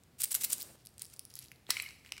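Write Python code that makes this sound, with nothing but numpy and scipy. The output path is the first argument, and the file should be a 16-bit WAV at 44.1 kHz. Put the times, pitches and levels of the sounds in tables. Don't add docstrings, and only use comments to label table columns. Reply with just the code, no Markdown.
import sys
import numpy as np
from scipy import signal
from scipy.fft import rfft, irfft
from scipy.io import wavfile

SR = 44100
rng = np.random.default_rng(int(sys.argv[2]) if len(sys.argv) > 2 else 0)


def wrap_up_sound(samples):
    columns = np.atleast_2d(samples).T
    tamed = np.clip(columns, -1, 1)
    steps = np.round(tamed * 32767).astype(np.int16)
    wavfile.write(sys.argv[1], SR, steps)


def level_to_linear(level):
    exponent = np.asarray(level, float) / 20
    return 10 ** exponent


N = 97020
SCENE_CHANGE_S = 0.76


def rms_one(x):
    return x / np.sqrt(np.mean(x ** 2) + 1e-20)


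def butter(x, order, hz, kind="low"):
    return signal.sosfilt(signal.butter(order, hz, kind, fs=SR, output="sos"), x)


def in_time(rows):
    s, db = np.transpose(rows)
    return level_to_linear(np.interp(np.arange(N) / SR, s, db, left=-200, right=-200))


def coloured(x, points):
    hz, db = np.transpose(points)
    f = np.arange(N // 2 + 1) * SR / N + 1
    gain = level_to_linear(np.interp(np.log(f), np.log(hz), db))
    return irfft(rfft(x) * gain, N)


def ring(clicks, hz, t60):
    r = level_to_linear(-60 / (t60 * SR))
    w = 2 * np.pi * hz / SR
    return signal.lfilter([1, 0, -1], [1, -2 * r * np.cos(w), r * r], clicks + 1e-18) / 2


def grains(per_s, spread_db):
    size = level_to_linear(spread_db * np.minimum(rng.exponential(1, N), 4.5))
    size = size * rng.choice([-1, 1], N)
    return size * (rng.random(N) < per_s / SR)


def contacts(rows, crack_hz, partner):
    out = np.zeros(N + 1000)
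    t = np.arange(800) / SR
    noise = butter(rng.standard_normal((len(rows), 800)), 2, crack_hz, "band")
    luck = rng.random((len(rows), 2))
    for (s, db, hz, crack_db, swell), crack, (pick, turn) in zip(rows, noise, luck):
        shape = t / swell * np.exp(1 - t / swell)
        first = np.sin(2 * np.pi * hz * t)
        second = level_to_linear(-8.5) * np.sin(2 * np.pi * (partner(hz, pick) * t + turn))
        crack = 1.214 * crack / np.max(np.abs(shape * crack))
        i = int(s * SR)
        out[i:i + 800] += level_to_linear(db) * shape * (first + second + level_to_linear(crack_db) * crack)
    return out[:N]


# pitch in Hz, level in dB per Hz.
ROOM_COLOUR = [(15, -36), (25, -8.5), (89, -1.5), (451, -14), (503, -16.5), (775, -18.5), (840, -21),
               (5730, -29), (16000, -33.5)]


def room_tone():
    hum_hz, hum_width_hz = 129.2, 3.5
    hum = rms_one(ring(rng.standard_normal(N), hum_hz, 2.5 / hum_width_hz))
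    broad = rms_one(coloured(rng.standard_normal(N), ROOM_COLOUR))
    return level_to_linear(-65) * broad + level_to_linear(-73) * hum


def room_response():
    early_t60_s, late_t60_s, wall_cut_hz = 0.0061, 0.65, 7800
    t = np.arange(SR) / SR
    early = rng.standard_normal(SR) * level_to_linear(-60 * t / early_t60_s) * (t > 0.0012)
    r = np.exp(-2 * np.pi * wall_cut_hz / SR)
    late = signal.lfilter([1], [1, -r], rng.standard_normal(SR))
    late = late * level_to_linear(-60 * t / late_t60_s) * (1 - np.exp(-t / 0.0019))
    early = early / np.sqrt(np.sum(early ** 2))
    late = late / np.sqrt(np.sum(late ** 2))
    return level_to_linear(-16) * early + level_to_linear(-13) * late


# time in seconds, level in dB.
HAND_LEVEL = [(0.17, -86), (0.33, -67), (0.468, -61), (0.588, -62.5), (0.722, -65), (0.765, -62)]


def hand():
    noise = butter(rng.standard_normal(N), 1, 433)
    noise = rms_one(butter(noise, 2, 154, "high"))
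    lumps_hz, lumps_db = 25, 3
    lumps = rms_one(butter(rng.standard_normal(N), 2, lumps_hz))
    return in_time(HAND_LEVEL) * level_to_linear(lumps_db * lumps) * noise


def puff():
    start_s, start_hz = 1.692, 625
    t = np.maximum(np.arange(N) / SR - start_s, 0)
    swing = np.sin(2 * np.pi * 0.67 * np.log1p(start_hz * 3.8 * t))
    return level_to_linear(-36) * swing * np.exp(-t / 0.0023)


# pitch in Hz, level in dB, time to fall 60 dB in seconds.
CAP_TONES = [(1200, -26, 0.0063), (2000, -2, 0.0058), (2500, -4, 0.0025), (3000, -11, 0.0056),
             (4150, -4, 0.004), (5400, -10, 0.002), (7800, -3.5, 0.0026), (9450, -21, 0.0014),
             (11200, -14, 0.0044), (14500, -8, .002)]
# time in seconds, level in dB.
CAP_SLIDES = [
    [(1.675, -71), (1.7, -46), (1.71, -40.5), (1.73, -47.5), (1.852, -57), (1.916, -65), (2.03, -93.5)],
    [(2.035, -75), (2.07, -60.5), (2.115, -73), (2.135, -62), (2.2, -74)],
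]


def cap_slide():
    per_s, spread_db = 2800, 4
    chatter = sum(ring(grains(per_s, spread_db), hz, t60) * level_to_linear(db) for hz, db, t60 in CAP_TONES)
    scrape = np.diff(grains(3 * per_s, spread_db), prepend=0)
    loudness = sum(in_time(rows) for rows in CAP_SLIDES)
    return (rms_one(chatter) + level_to_linear(-8) * rms_one(scrape)) * loudness


# start in seconds, peak level in dB, ring pitch in Hz,
# crack level in dB compared with the ring, swell time in seconds.
CAP_KNOCKS = [(1.5168, -38.5, 2200, -11, 0.0003), (1.5172, -42.5, 14500, -4.5, 0.00016),
              (1.667, -48, 3460, -4, 0.0005), (1.8405, -45, 11800, -2, 0.00069),
              (2.1213, -32, 5300, 6.5, 0.00027), (1.768, -26.5, 2233, -7.5, 0.0011),
              (1.788, -46, 7500, -14, .001), (1.7992, -25, 2300, -7.5, 0.00052),
              (1.7998, -33, 4150, -2, 0.00048), (1.802, -38, 7800, -7, 0.00059),
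              (1.8218, -33.5, 11200, -19, 0.0008), (1.8222, -36, 14500, -8, 0.00043),
              (1.823, -42.5, 7670, -8, 0.00092), (1.8285, -42.5, 2450, -5, 0.0021),
              (1.8505, -47.5, 2245, -18, 0.0038), (1.8605, -37.5, 2170, -8, 0.0019),
              (1.8885, -46.5, 4370, 4.5, 0.00066), (1.9075, -47, 2600, 3, 0.00047),
              (2.0485, -50.5, 2030, 4, 0.00051), (2.0616, -44, 2500, 0, 0.00029),
              (2.1208, -31, 2900, -5.5, 0.0005), (2.1665, -42, 2320, -3, 0.00054),
              (2.0908, -52, 2380, 2, 0.0011), (2.1062, -60, 5900, 0, .0005),
              (2.1785, -43, 2280, 2.5, 0.0014)]
# start in seconds, peak level in dB, ring pitch in Hz,
# crack level in dB compared with the ring, swell time in seconds.
CAP_SNAP = [
    (1.7, -54, 2500, -8, 0.0021),
    (1.7028, -26, 3000, -29, 0.0002),
    (1.7046, -17, 4240, 1.5, 0.00038),
    (1.7048, -32, 1200, 12, 0.00074),
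    (1.7064, -19.5, 5400, 4, 0.00029),
    (1.7098, -30.5, 5500, 3.5, 0.00052),
]


def cap_knocks():
    def neighbour(hz, pick):
        return hz * (1.13 + 0.22 * pick)
    return contacts(CAP_KNOCKS, (1200, 8500), neighbour) + contacts(CAP_SNAP, (2500, 16900), neighbour)


# pitch in Hz, level in dB per Hz.
SHELL_COLOUR = [(200, -21), (600, -34), (1300, -26), (2500, -17), (5500, -10), (8600, -5), (13500, -5),
                (16000, -8.5)]


def pieces(rows, per_s, spread_db):
    t = np.arange(N) / SR
    gain = 0
    for s, db, gather, scatter in rows:
        gain = gain + level_to_linear(db) * np.exp(-np.abs(t - s) / np.where(t < s, gather, scatter))
    clicks = grains(per_s, spread_db)
    dealt = rng.integers(0, 24, N)
    rings = 0
    for k, hz in enumerate(np.geomspace(900, 16000, 24)):
        rings = rings + ring(clicks * (dealt == k), hz, 7 / hz) * np.sqrt(hz)
    bare_clicks = 0.09 * np.sqrt(4000) * clicks
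    return gain * rms_one(coloured(rings + bare_clicks, SHELL_COLOUR))


# time in seconds, level in dB,
# gathering time in seconds, scattering time in seconds.
TUMBLE_SWARMS = [
    (1.02, -44.5, 0.016, 0.018),
    (1.137, -50, 0.018, 0.011),
    (1.31, -52, 0.0052, 0.016),
    (.81, -58.5, 0.16, 0.026),
    (1.37, -47.5, 0.013, 0.022),
    (1.43, -48, 0.028, 0.03),
    (2.076, -64, .004, 0.0054),
]


def tumbles():
    return butter(pieces(TUMBLE_SWARMS, per_s=4000, spread_db=2.4), 1, 4000)


# start in seconds, peak level in dB, ring pitch in Hz.
SHELL_TICKS = [(0.0361, -51.5, 8140), (0.8517, -50, 4430), (0.8535, -44.5, 11200), (0.8602, -40, 11440),
               (0.8702, -35, 8400), (0.89, -48.5, 8900), (0.981, -37.5, 9300), (0.995, -37, 7800),
               (1.0201, -25, 9370), (1.0309, -41, 9300), (1.048, -41, 9100), (1.0536, -38.5, 11000),
               (1.065, -43.5, 7350), (1.1003, -47.5, 8860), (1.136, -44.5, 5800), (1.1634, -47, 7800),
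               (1.1692, -49.5, 4930), (1.1938, -29.5, 10480), (1.2521, -38.5, 9640), (1.3012, -45.5, 10300),
               (1.305, -47.5, 4800), (1.3395, -39, 5430), (1.3545, -31, 11200), (1.3646, -40.5, 15000),
               (1.39, -30.5, 11200), (1.4057, -49, 11800), (1.4228, -46, 5830), (1.4436, -44.5, 8900),
               (1.4502, -47.5, 3500), (1.484, -46, 4350)]
# start in seconds, peak level in dB, ring pitch in
# Hz.
MORE_SHELL_TICKS = [(0.8822, -61, 4500), (0.9053, -57, 8400), (0.9414, -58, 8600), (0.9844, -59, 4900),
                    (0.999, -50, 8360), (1.0029, -45, 6940), (1.0124, -47, 7140), (1.0179, -35, 10800),
                    (1.0231, -56, 9800), (1.0267, -47, 8250), (1.041, -43, 8050), (1.0776, -57, 7800),
                    (1.083, -55, 7800), (1.1113, -56, 6400), (1.124, -53, 7100), (1.1388, -41, 10800),
                    (1.143, -52, 6000), (1.1725, -54, 5100), (1.2037, -54, 5200), (1.3677, -41, 5140),
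                    (1.3761, -48, 4700), (1.395, -41, 10500), (1.4136, -55, 5300), (1.426, -46, 5450),
                    (1.429, -51, 7800), (1.437, -52, 5300), (1.4405, -47, 5600), (1.4592, -48, 4200),
                    (1.5205, -49.5, 9700), (1.5597, -54, 4330)]
# start in seconds, peak level in dB, ring pitch in Hz.
STRAGGLERS = [
    (.582, -34, 11200),
    (.613, -34, 4420),
    (.6205, -30, 15000),
    (.628, -29.5, 14500),
    (.801, -60, 5500),
    (.808, -58, 4970),
    (.8215, -61, 5240),
]


def ticks():
    def shell_tone(hz, pick):
        tone_hz = np.interp(pick, [0, 1], (4630, 5300))
        return tone_hz if hz > 7000 else 2 * tone_hz
    late = [(*row, -1.5, 0.00022) for row in STRAGGLERS]
    single = [(*row, -1.5, 0.0002) for row in SHELL_TICKS + MORE_SHELL_TICKS]
    crack_hz = (3870, 16600)
    return contacts(late, crack_hz, shell_tone) + contacts(single, crack_hz, shell_tone)


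# time in seconds, level in dB,
# gathering time in seconds, scattering time in seconds.
SHAKE_SURGES = [(.187, -48, 0.0016, 0.0064), (.204, -34, .003, 0.01), (0.22, -34, 0.0061, 0.00094),
                (.227, -33, .001, 0.0011), (.236, -31, 0.0032, 0.0011), (.241, -22, 0.0022, 0.001),
                (.246, -31, 0.00065, 0.0018), (.256, -36.5, 0.0018, 0.0018), (.308, -39, 0.00044, 0.007),
                (.318, -30.5, 0.0045, 0.0054), (.328, -39.5, 0.0046, 0.0052),
                (.3445, -26.5, 0.0013, 0.0021), (.3505, -23.5, 0.0017, 0.0034), (.359, -34, 0.002, 0.01),
                (.412, -35, 0.0035, 0.0045), (.421, -35, 0.0071, 0.0052), (.436, -30, 0.0011, 0.0026),
                (.446, -26.5, 0.0063, 0.0067), (.504, -34, 0.0052, 0.0068), (.523, -33.5, 0.0072, 0.0037),
                (0.5295, -26.5, 0.0027, 0.0067), (.540, -45, 0.002, 0.0023), (.604, -39.5, 0.011, 0.011),
                (.614, -53, 0.00054, 0.0043)]


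def shaken_load():
    return pieces(SHAKE_SURGES, per_s=9000, spread_db=2.3)


# start in seconds, peak level in dB, ring pitch in Hz.
HARD_STRIKES = [(0.1855, -53, 8600), (0.192, -43, 8650), (0.204, -29.5, 9400), (0.2073, -29, 7200),
                (0.2108, -29, 12600), (0.2187, -21, 9200), (0.2363, -23, 8300), (0.2389, -17.5, 15100),
                (0.2415, -19.5, 8350), (0.2435, -22, 14100), (0.2456, -19, 8900), (0.2557, -30, 8400),
                (0.307, -37, 8700), (0.3121, -29, 10000), (0.316, -34, 14700), (0.3189, -36, 11700),
                (0.3204, -27.5, 8000), (0.3266, -31, 9500), (0.3293, -26, 7500), (0.3432, -32, 10800),
                (0.345, -20, 11000), (0.3509, -16, 12200), (0.357, -28, 7500), (0.3592, -25, 7650),
                (0.411, -37, 7950), (0.4155, -34, 11500), (0.42, -35, 14900), (0.4244, -32, 8300),
                (0.4356, -31, 9000), (0.442, -19.5, 14300), (0.4446, -24, 12800), (0.4465, -20, 14800),
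                (0.449, -22.5, 8340), (0.504, -35, 8500), (0.504, -32, 8200), (0.5143, -29, 7040),
                (0.5233, -31, 14900), (0.5292, -26, 8600), (0.5311, -14.5, 8830), (0.531, -29, 8670),
                (0.537, -32, 8950), (0.5417, -33, 10600)]


def impacts():
    def neighbour(hz, pick):
        return hz * (1.15 + 0.3 * pick) ** (1 if hz < 10500 else -1)
    rows = [(*row, -1.5, 0.00023) for row in HARD_STRIKES]
    return contacts(rows, (6000, 16600), neighbour)


def scene():
    near = level_to_linear(-2.5) * (shaken_load() + tumbles()) + impacts()
    near = near + ticks() + cap_slide_and_knocks() + puff()
    before = np.clip((SCENE_CHANGE_S - np.arange(N) / SR) / 0.0033, 0, 1)
    echo = room_response()
    wet_before = before * signal.fftconvolve(near * before, echo)[:N]
    wet_after = signal.fftconvolve(near * (1 - before), echo)[:N]
    return (near + wet_before + wet_after + before * hand() + room_tone())[None]


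def cap_slide_and_knocks():
    return cap_slide() + cap_knocks()


def roll_off(x):
    return signal.sosfilt(signal.butter(12, 17000, fs=SR, output="sos"), x)


def record(dry):
    x = butter(dry, 4, 45.4, "high")
    notch_hz, notch_width_hz, notch_depth = 6110, 233, 0.31
    x = x - notch_depth * signal.lfilter(*signal.iirpeak(notch_hz, notch_hz / notch_width_hz, SR), x)
    x = signal.sosfilt(signal.cheby2(16, 24, 16000, fs=SR, output="sos"), x)
    return roll_off(x)


dry = scene()
out = record(dry)
wrap_up_sound(out)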